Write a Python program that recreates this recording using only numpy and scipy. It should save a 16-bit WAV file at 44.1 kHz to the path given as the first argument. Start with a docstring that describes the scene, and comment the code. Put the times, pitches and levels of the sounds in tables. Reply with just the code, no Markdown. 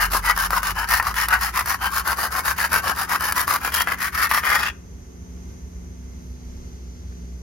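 """Trowel shaving mortar.

A steel trowel saws half-set mortar off a wall, close by, in about eight strokes a second. The scrape
dies at every turn, and the last stroke is a long sweep that lifts off. Stick-slip friction over sand
rings the hand-damped blade and hisses; coarse grit catches and clicks. Behind it a distant engine
pulls away, and a low electric hum and the outdoor air stay on once the trowel is lifted."""
import sys
import numpy as np
from scipy import signal
from scipy.fft import rfft, irfft, next_fast_len
from scipy.io import wavfile
from scipy.ndimage import uniform_filter1d

SR = 44100
rng = np.random.default_rng(int(sys.argv[2]) if len(sys.argv) > 2 else 0)


def unload_wav(signal):
    """Save mono or channel-first audio to the path in sys.argv[1] as 16-bit WAV at rate SR, clipped to [-1, 1]."""
    wavfile.write(
        sys.argv[1],
        SR,
        np.round(np.clip(np.atleast_2d(signal).T, -1, 1) * 32767).astype(np.int16),
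    )


N = 327215
T = np.arange(N) / SR
FREQ = np.maximum(np.fft.rfftfreq(2 * next_fast_len(N // 2 + 8192), 1 / SR), 1)
TIP_S, LEAVES_S = 4.555, 4.715  # in the last sweep the blade tips onto a corner, then leaves the wall

# Strokes of the hand, each lasting until the next. Each row: start in seconds, relative levels of
# blade rasp and of sand hiss in dB, swell over the stroke in dB.
HAND_STROKES = [(-0.02, -20, -29, -19), (0.102, -21, -25.5, -11), (0.214, -19, -28.5, 13.5),
                (0.341, -22, -29, 4.5), (0.489, -21, -30.5, 13), (0.614, -23, -29.5, 1),
                (0.738, -23.5, -35, 3), (0.871, -20, -26, -8), (1.019, -23.5, -33, -1.5),
                (1.137, -21, -28, 1.5), (1.277, -16, -30.5, 6), (1.389, -24, -30, -12),
                (1.525, -20.5, -29, -3), (1.644, -22.5, -28.5, 0), (1.775, -22.5, -34, 25),
                (1.895, -23.5, -29.5, 10), (2.029, -21.5, -30.5, 12), (2.154, -23.5, -29, 0.5),
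                (2.296, -23.5, -30.5, 3), (2.431, -21, -28, -8), (2.555, -22, -29, 4.5),
                (2.688, -20, -27.5, 8), (2.812, -21, -30, 9.5), (2.943, -23.5, -30, 3),
                (3.068, -20, -29, 8.5), (3.186, -23, -30, -2.5), (3.336, -21, -26.5, -6),
                (3.462, -21, -26.5, -4), (3.594, -24, -31.5, 9), (3.713, -22.5, -27, -5.5),
                (3.852, -23, -35.5, -6), (3.972, -24, -31.5, 2), (4.109, -21.5, -29.5, 18),
                (4.281, -21, -28, 3), (4.416, -16.5, -27.5, 9)]
# Modes of the steel plate. Each row: frequency at the usual grip in Hz, relative energy in dB,
# time to decay by 60 dB in seconds.
PLATE_MODES = [(778, -7, 0.056), (997, -4, 0.047), (1087.5, 1.5, 0.043), (1185, -10.5, 0.038),
               (1270, 1, 0.013), (1350, -17, 0.1), (1588, 2, 0.09), (1701, -1, 0.039), (1879, 0, 0.025),
               (1998, -5.5, 0.048), (2275, -8.5, 0.071), (2823, -11.5, 0.046), (3085, -7.5, 0.056)]


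def trowel():
    """Friction noise: coarse grains drive the blade, fine ones hiss. Rows: common, left, right."""
    # The wall booms as the mortar thins. Each row: time in seconds, gain below 650 Hz in dB.
    wall_boom = [(0, -6), (.7, -11), (1.4, -9.5), (2.2, -0.5), (3.2, 0.5), (4.35, -3.5), (4.55, 0)]
    # Brightness of the sand. Each row: time in seconds, top treble relative to the rest in dB.
    fineness = [(0, 1), (1.0, -2), (2.2, 2), (2.7, 0), (3.4, 2.5), (4.5, 0.5), (4.65, -8)]
    _, blade_db, sand_db, swell_db = np.transpose(HAND_STROKES)
    on_blade = pressure(blade_db - 0.3, swell_db, attack_s=0.048, release_s=0.048, turn_db=-22.5)
    on_sand = pressure(sand_db + 1.95, swell_db, attack_s=0.046, release_s=0.048, turn_db=-24.5)
    first_touch = pressure(sand_db, swell_db * 0.27, attack_s=0.022, release_s=0.05, turn_db=-24)
    judder = stick_slip(per_s=110, fade_s=0.0032, steady=0.85) * undb(walk(350))
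    coarse = np.array([grains(per_s=4500, spread_db=3.0) for _ in range(3)])
    fine = np.array([grains(per_s=18000, spread_db=3.5) for _ in range(3)]) + undb(-14.5) * coarse
    push, crack = catches(knock_db=10, crack_db=1.5, crumble_s=0.0023, shudder_db=-17, shudder_s=0.0087)
    grit_push, grit_crack = grit(on_blade, per_s=24, size_db=15, spread_db=5, crumble_s=0.0029)
    drag = even(coarse * judder, span_s=0.052) * on_blade
    drag += lows(drag, 650) * (undb(over_time(wall_boom)) - 1)
    drag[0] += push + grit_push
    rub = even(fine * judder * undb(2.1 * walk(500)), span_s=0.069) * on_sand
    rub = tilt(rub, over_time(fineness), pivot_hz=8300)
    _, sand_crackle = grit(first_touch, per_s=55, size_db=3.5, spread_db=4.5, crumble_s=0.0018)
    rub[0] += crack + undb(-18.5) * grit_crack + sand_crackle
    rasp = blade(drag, grip=1.24, wander=0.013, patchy_db=5, ring_db=-3.5)
    return rasp + lift_off(drag) + sand(rub, zing_db=-6, zing_t60=0.03)


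def pressure(level_db, swell_db, attack_s, release_s, turn_db):
    """Amplitude envelope: friction noise follows the hand and sinks wherever it reverses."""
    starts, ends = stroke_spans()
    stroke = np.maximum(np.searchsorted(starts, T) - 1, 0)
    since, left = T - starts[stroke], ends[stroke] - T
    turning = np.clip(1 - since / attack_s, 0, 1) ** 2 + np.clip(1 - left / release_s, 0, 2) ** 2
    tipped = np.clip((T - TIP_S) / 0.032, 0, 1)
    swell = swell_db[stroke] * (since / (since + left) - .5) * (1 - tipped)
    db = level_db[stroke] + swell + turn_db * turning - 7 * tipped
    return uniform_filter1d(undb(db), size=200)


def stick_slip(per_s, fade_s, steady):
    """Stick-slip motion: the edge sticks, breaks free at once and relaxes, at uneven moments."""
    jumps = (rng.random(N) < per_s / SR) * rng.uniform(0.7, 0.78, N)
    return steady + ring(jumps, np.exp(-T[:SR // 20] / fade_s))


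def grains(per_s, spread_db):
    """Shot noise: independent grain impacts, mostly small and a few large; rms 1."""
    size = undb(spread_db * np.minimum(rng.exponential(size=N), 3.5))
    return unit((rng.random(N) < per_s / SR) * size * rng.choice([-1, 1], N))


def catches(knock_db, crack_db, crumble_s, shudder_db, shudder_s):
    """Impulsive excitation: a coarse grain pushes the blade, cracks and leaves it shuddering."""
    # Grit caught under the edge. Each row: time in seconds, relative strength in dB, crack offset in dB.
    caught_grit = [(0.116, -20, -11), (0.149, -3, -26), (0.299, 0, -28), (0.376, -8.5, -8),
                   (0.506, -6, -12), (0.532, -1, -22), (0.631, -8, -9.5), (0.762, -16, -17),
                   (0.928, -1, -18), (0.938, 1.5, -14), (0.999, 2, -24), (1.026, -10.5, -11),
                   (1.142, -14, -10), (1.285, -9.5, -2), (1.326, -1, -27.5), (1.659, -15, -3.5),
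                   (2.076, -7, -7), (2.587, -7, -17), (2.73, -5.5, -7), (2.741, -3, -8), (3.208, -12, -8),
                   (3.323, -6.5, -5), (3.479, -5, -13), (3.561, -5.5, -11), (3.721, -13, -14),
                   (3.742, -11.5, -1), (3.807, -0.5, -31), (3.819, -5.5, -6), (3.873, -3.5, -26),
                   (4.313, 3, -19), (4.376, -1.5, -28), (4.437, -5.5, -33)]
    push, crack, t = np.zeros(N), np.zeros(N), T[:SR // 16]
    for start, db, offset_db in caught_grit:
        bits, crumbs = rng.standard_normal((2, len(t)))
        i = int(start * SR)
        push[i] += undb(db + knock_db)
        push[i:i + len(t)] += undb(db + shudder_db) * crumbs * np.exp(-t / shudder_s)
        crack[i:i + len(t)] += undb(db + offset_db + crack_db) * bits * np.exp(-t / crumble_s)
    return push, crack


def grit(force, per_s, size_db, spread_db, crumble_s):
    """Brittle fracture: small grains snag at random, giving a push and a crack that scale with force."""
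    push = (rng.random(N) < per_s / SR) * force * undb(size_db + spread_db * rng.uniform(-1, 1, N))
    crack = ring(push, np.exp(-T[:SR // 40] / crumble_s)) * rng.standard_normal(N)
    return push, crack


def blade(drives, grip, wander, patchy_db, ring_db):
    """Forced vibration: each stroke bends the blade anew, shifting and reweighting its resonances."""
    # Broad response of the blade on mortar. Each row: frequency at the usual grip in Hz, gain in dB.
    body_response = [(150, -38.5), (350, -24.5), (520, -18.5), (700, -14), (1000, -0.5), (1250, 1),
                     (1750, -2), (2300, -12.5), (2950, -14.5), (3400, -32.5), (6000, -41), (16000, -59)]
    # The rasp rises as less edge lies on the mortar. Each row: time in seconds, nominal centre in Hz.
    rasp_centre = [(0, 1415), (1.2, 1426), (3.2, 1444), (3.9, 1518), (4.2, 1610), (4.5, 1541)]
    usual_hz = 1447.3
    centres = over_time(rasp_centre, np.mean(stroke_spans(), axis=0))
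    chances = rng.standard_normal((len(HAND_STROKES), len(PLATE_MODES) + 1))
    responses = []
    for centre, chance in zip(centres, chances):
        stretch = (centre / usual_hz) ** grip
        weights = undb(patchy_db * chance[1:]) * rng.choice([-1, 1], len(PLATE_MODES))
        response = undb(ring_db) * plate(stretch * (1 + wander * chance[0]), weights)
        body = minimum_phase([(hz * stretch, db) for hz, db in body_response])
        response[:len(body)] += body
        responses.append(response)
    return by_stroke(drives, responses)


def plate(stretch, weights):
    """Modal superposition: the plate's impulse response is a sum of damped sines; unit energy."""
    t = T[:SR // 10]
    response = np.zeros(len(t))
    for (hz, db, t60), weight in zip(PLATE_MODES, weights):
        envelope = weight * undb(db - 60 * t / t60) / np.sqrt(t60)
        response += envelope * np.sin(2 * np.pi * hz * stretch * t)
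    return response / np.linalg.norm(response)


def sand(drives, zing_db, zing_t60):
    """Multiple reflection in the thin steel colours the sand's hiss differently on each stroke."""
    # Sand crushed under the edge. Each row: frequency in Hz, relative level in dB.
    crush_spectrum = [(600, -36.5), (2000, -1.5), (3400, -6), (4100, -1.5), (4750, 2), (5300, 2),
                      (5750, -1.5), (6400, -2.5), (7400, -3.5), (8600, -3), (10000, 2.5), (12500, -2),
                      (15800, -9)]
    hiss = minimum_phase(crush_spectrum)
    zings = [ring(hiss, undb(zing_db) * tail(zing_t60, delay_s=0.00026)[:SR // 20]) for _ in HAND_STROKES]
    return by_stroke(drives, [zing + np.pad(hiss, (0, len(zing) - len(hiss))) for zing in zings])


def lift_off(drag):
    """Shrinking contact: as the last stroke lifts, only a corner touches and its rasp is higher."""
    corner = shape(drag, band(hz=2600, width_hz=1000) ** 2)
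    return corner * undb(16) * np.interp(T, [TIP_S, LEAVES_S], [0, 1])


def stereo_spread(rows):
    """The recorder's frequency-dependent phase and level differences spread the scrape between left
    and right; reflections from the yard add a short dull tail."""
    # The recorder's phase difference. Each row: frequency in Hz, lead of the left in radians.
    channel_phase = [(20, 0), (1000, .35), (1600, 1.0), (2000, -.3), (2950, 1.5), (3600, .4), (5000, .6),
                     (5750, -1.5), (6500, -.7), (7400, -2.7), (8550, -3.14), (10800, -4.5), (13200, -6.25),
                     (16000, -6.3)]
    # The recorder's balance. Each row: frequency in Hz, left minus right in dB.
    channel_balance = [(100, 5), (500, 2), (1200, 4), (2000, 3.5), (5000, 1), (8000, 1), (16000, -1)]
    # Scrape that each microphone port alone hears from other points of the long edge.
    # Each row: frequency in Hz, level relative to the common part in dB.
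    edge_spread = [(300, 4), (600, -9), (1200, -7.5), (1900, 2), (2500, -1.5), (3600, 3), (6800, 3.5),
                   (8000, -19), (11500, 2.5), (14000, -20)]
    common, spread, channels = rows[0], undb(over_hz(edge_spread)), []
    for side, own in zip((1, -1), rows[1:]):
        direct = shape(common, np.exp(side * .5j * over_hz(channel_phase))) + shape(own, spread)
        echoes = ring(common, tail(t60=.33, delay_s=.005))
        yard = shape(echoes, undb(-15) / np.hypot(1, FREQ / 3500))
        balance = undb(side * over_hz(channel_balance) / 2)
        channels.append(shape(direct + yard, balance / np.hypot(1, spread)))
    return np.array(channels)


def engine():
    """Periodic firing makes an exhaust drone that rises and eases off; gears whine at a fixed ratio."""
    # The engine's run. Each row: time in seconds, firing rate in Hz, drone in dB, gear whine in dB.
    engine_run = [(0, 45, -30, -64), (.45, 47, -34.5, -84), (1.05, 53.5, -36.5, -77.5),
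                  (1.4, 57.5, -38, -72), (2, 60.5, -43.5, -72), (2.501, 66.5, -40.5, -59),
                  (3.301, 72, -57, -53.5), (4, 71.3, -46, -54.5), (4.8, 67.8, -47.5, -56.5),
                  (5.6, 66, -40.5, -53.5), (6.297, 65, -39, -50.5), (7.42, 63, -36.5, -54.5)]
    times, *columns = np.transpose(engine_run)
    hz, drone_db, whine_db = (np.interp(T, times, column) for column in columns)
    phase = 2 * np.pi * np.cumsum(hz * (1 + 0.0031 * walk(7.4))) / SR
    drone = (np.sin(phase) + undb(-18) * np.sin(2 * phase)) * undb(drone_db + 0.76 * walk(11))
    whine = np.sin(3.81 * phase) * undb(whine_db + 1.3 * walk(9))
    return np.sqrt(2) * (drone + whine)


def hum():
    """A line spectrum: electric hum of fixed low tones, each wavering a little in level."""
    # Tones of the hum. Each row: frequency in Hz, rms level in dB.
    tones = [(59.3, -48), (118.5, -66), (177.6, -49.5), (345, -71.5), (441, -65.5)]
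    return np.sqrt(2) * sum(undb(db + 1.94 * walk(5)) * np.sin(2 * np.pi * (hz * T + rng.random()))
                            for hz, db in tones)


def air():
    """Coherence falls with frequency: outdoor rumble is alike at both ports, thin hiss unlike."""
    # Outdoor noise. Each row: frequency in Hz, spectral density in dB per Hz.
    noise_floor = [(20, -101), (33, -88), (46, -61), (85, -59.5), (110, -70.5), (210, -71), (300, -78.5),
                   (380, -73), (520, -84.5), (1000, -89), (3000, -98.5), (9000, -105), (12500, -104),
                   (15500, -119)]
    # Narrow bands of hiss. Each row: centre in Hz, width in Hz, peak density in dB per Hz.
    hiss_bands = [(2080, 68, -89.5), (5100, 570, -97), (6210, 420, -84.5), (11700, 450, -101)]
    hiss_power = sum((undb(db) * band(hz, width)) ** 2 for hz, width, db in hiss_bands)
    colour = np.sqrt(undb(over_hz(noise_floor)) ** 2 + hiss_power)
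    apart = 1.67 / np.hypot(1, 620 / FREQ)  # ratio of each port's own noise to the common noise
    common = afar(shape(rng.standard_normal(N), colour / np.hypot(1, apart)))
    own = shape(rng.standard_normal((2, N)), colour * apart / np.hypot(1, apart))
    return (common + own) * np.sqrt(SR / 2) * undb(0.61 * walk(6))


def stirs():
    """Band-limited noise swells and fades in the quiet: a rustle, a low bump, a hiss and a tick."""
    # Faint sounds. Each row: midpoint and half length in seconds, centre and width in Hz, level in dB.
    faint_sounds = [(6.28, .09, 11500, 3600, -67), (6.551, 0.094, 33, 9.8, -39),
                    (6.8, 0.68, 4720, 3800, -62), (7.124, 0.0045, 1500, 830, -54)]
    sound = np.zeros((2, N))
    for middle, half, hz, width, db in faint_sounds:
        noise = unit(shape(rng.standard_normal(N), band(hz, width) ** 2))
        sound += afar(noise * undb(db) * np.exp(-((T - middle) / half) ** 4))
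    return sound


def afar(x, lag_s=0.000412, lean_db=-0.9):
    """Path difference: far sounds reach the left port first, and are slightly stronger on the right."""
    side = np.array([[1], [-1]])
    return shape(x, np.exp(1j * np.pi * side * FREQ * lag_s)) * undb(side * lean_db / 2)


def stroke_spans():
    """Start and end of every stroke, in seconds."""
    starts = np.array([row[0] for row in HAND_STROKES])
    return starts, np.append(starts[1:], LEAVES_S)


def by_stroke(drives, responses):
    """Overlap-add: each stroke's part of the drive sounds through its own unit-energy response."""
    out = np.zeros((len(drives), N + SR))
    turns = [0] + [int(SR * row[0]) for row in HAND_STROKES[1:]] + [N]
    for start, end, response in zip(turns, turns[1:], responses):
        sound = signal.fftconvolve(drives[:, start:end], response[None] / np.linalg.norm(response), axes=1)
        out[:, start:start + sound.shape[1]] += sound
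    return out[:, :N]


def even(x, span_s):
    """Division by the running rms: the hand keeps its force steady, however the grains jump."""
    return x / np.sqrt(np.abs(uniform_filter1d(x ** 2, int(span_s * SR))) + 1e-9)


def minimum_phase(points, size=1024):
    """Folding the cepstrum gives a causal, unit-energy impulse response from (Hz, dB) points."""
    hz = np.maximum(np.fft.rfftfreq(size, 1 / SR), 1)
    cepstrum = irfft(over_hz(points, hz) * np.log(10) / 20)
    cepstrum[1:size // 2] *= 2
    cepstrum[size // 2 + 1:] = 0
    response = irfft(np.exp(rfft(cepstrum)))
    return response / np.linalg.norm(response)


def tail(t60, delay_s):
    """Reverberation: dense reflections decay exponentially; unit energy."""
    t = T[:SR // 2]
    response = rng.standard_normal(len(t)) * undb(-60 * t / t60) * (t > delay_s)
    return response / np.linalg.norm(response)


def ring(x, response):
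    """Convolution with an impulse response."""
    return signal.fftconvolve(x, response)[:N]


def shape(x, gain):
    """Filtering by a gain given at every frequency."""
    return irfft(rfft(x, 2 * (len(FREQ) - 1)) * gain)[..., :N]


def lows(x, cutoff_hz):
    """Zero-phase low-pass filter."""
    return shape(x, 1 / (1 + (FREQ / cutoff_hz) ** 6))


def tilt(x, db, pivot_hz):
    """Shelving about a pivot: treble up and bass down by db in all."""
    low = lows(x, pivot_hz)
    return (x - low) * undb(db / 2) + low * undb(-db / 2)


def band(hz, width_hz):
    """A Lorentzian band, gain 1 at its centre."""
    return 1 / (1 + ((FREQ - hz) / width_hz * 1.3) ** 2)


def walk(per_s):
    """Random values joined by straight lines; rms 1."""
    return unit(np.interp(T * per_s, np.arange(N // 8), rng.standard_normal(N // 8)))


def over_hz(points, f=FREQ):
    """Interpolation of (Hz, value) points on a log-frequency axis."""
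    hz, value = np.transpose(points)
    return np.interp(np.log(f), np.log(hz), value)


def over_time(points, t=T):
    """Linear interpolation of (seconds, value) points."""
    return np.interp(t, *np.transpose(points))


def undb(db):
    """Decibels to gain."""
    return 10 ** (np.asarray(db) / 20)


def unit(x):
    """Scaling to rms 1."""
    return x / np.sqrt(np.mean(x ** 2))


def scene():
    """Superposition: the trowel in front; air, faint stirs, engine and hum behind it."""
    return stereo_spread(trowel()) + air() + stirs() + afar(engine() + hum())


def record(dry):
    """Soft saturation rounds the highest peaks, and a steep low-pass cuts the top treble."""
    low_pass = signal.ellip(10, .2, 80, 15850, fs=SR, output="sos")
    return signal.sosfilt(low_pass, np.tanh(0.73 * dry) / 0.68)


dry = scene()
out = record(dry)
unload_wav(out)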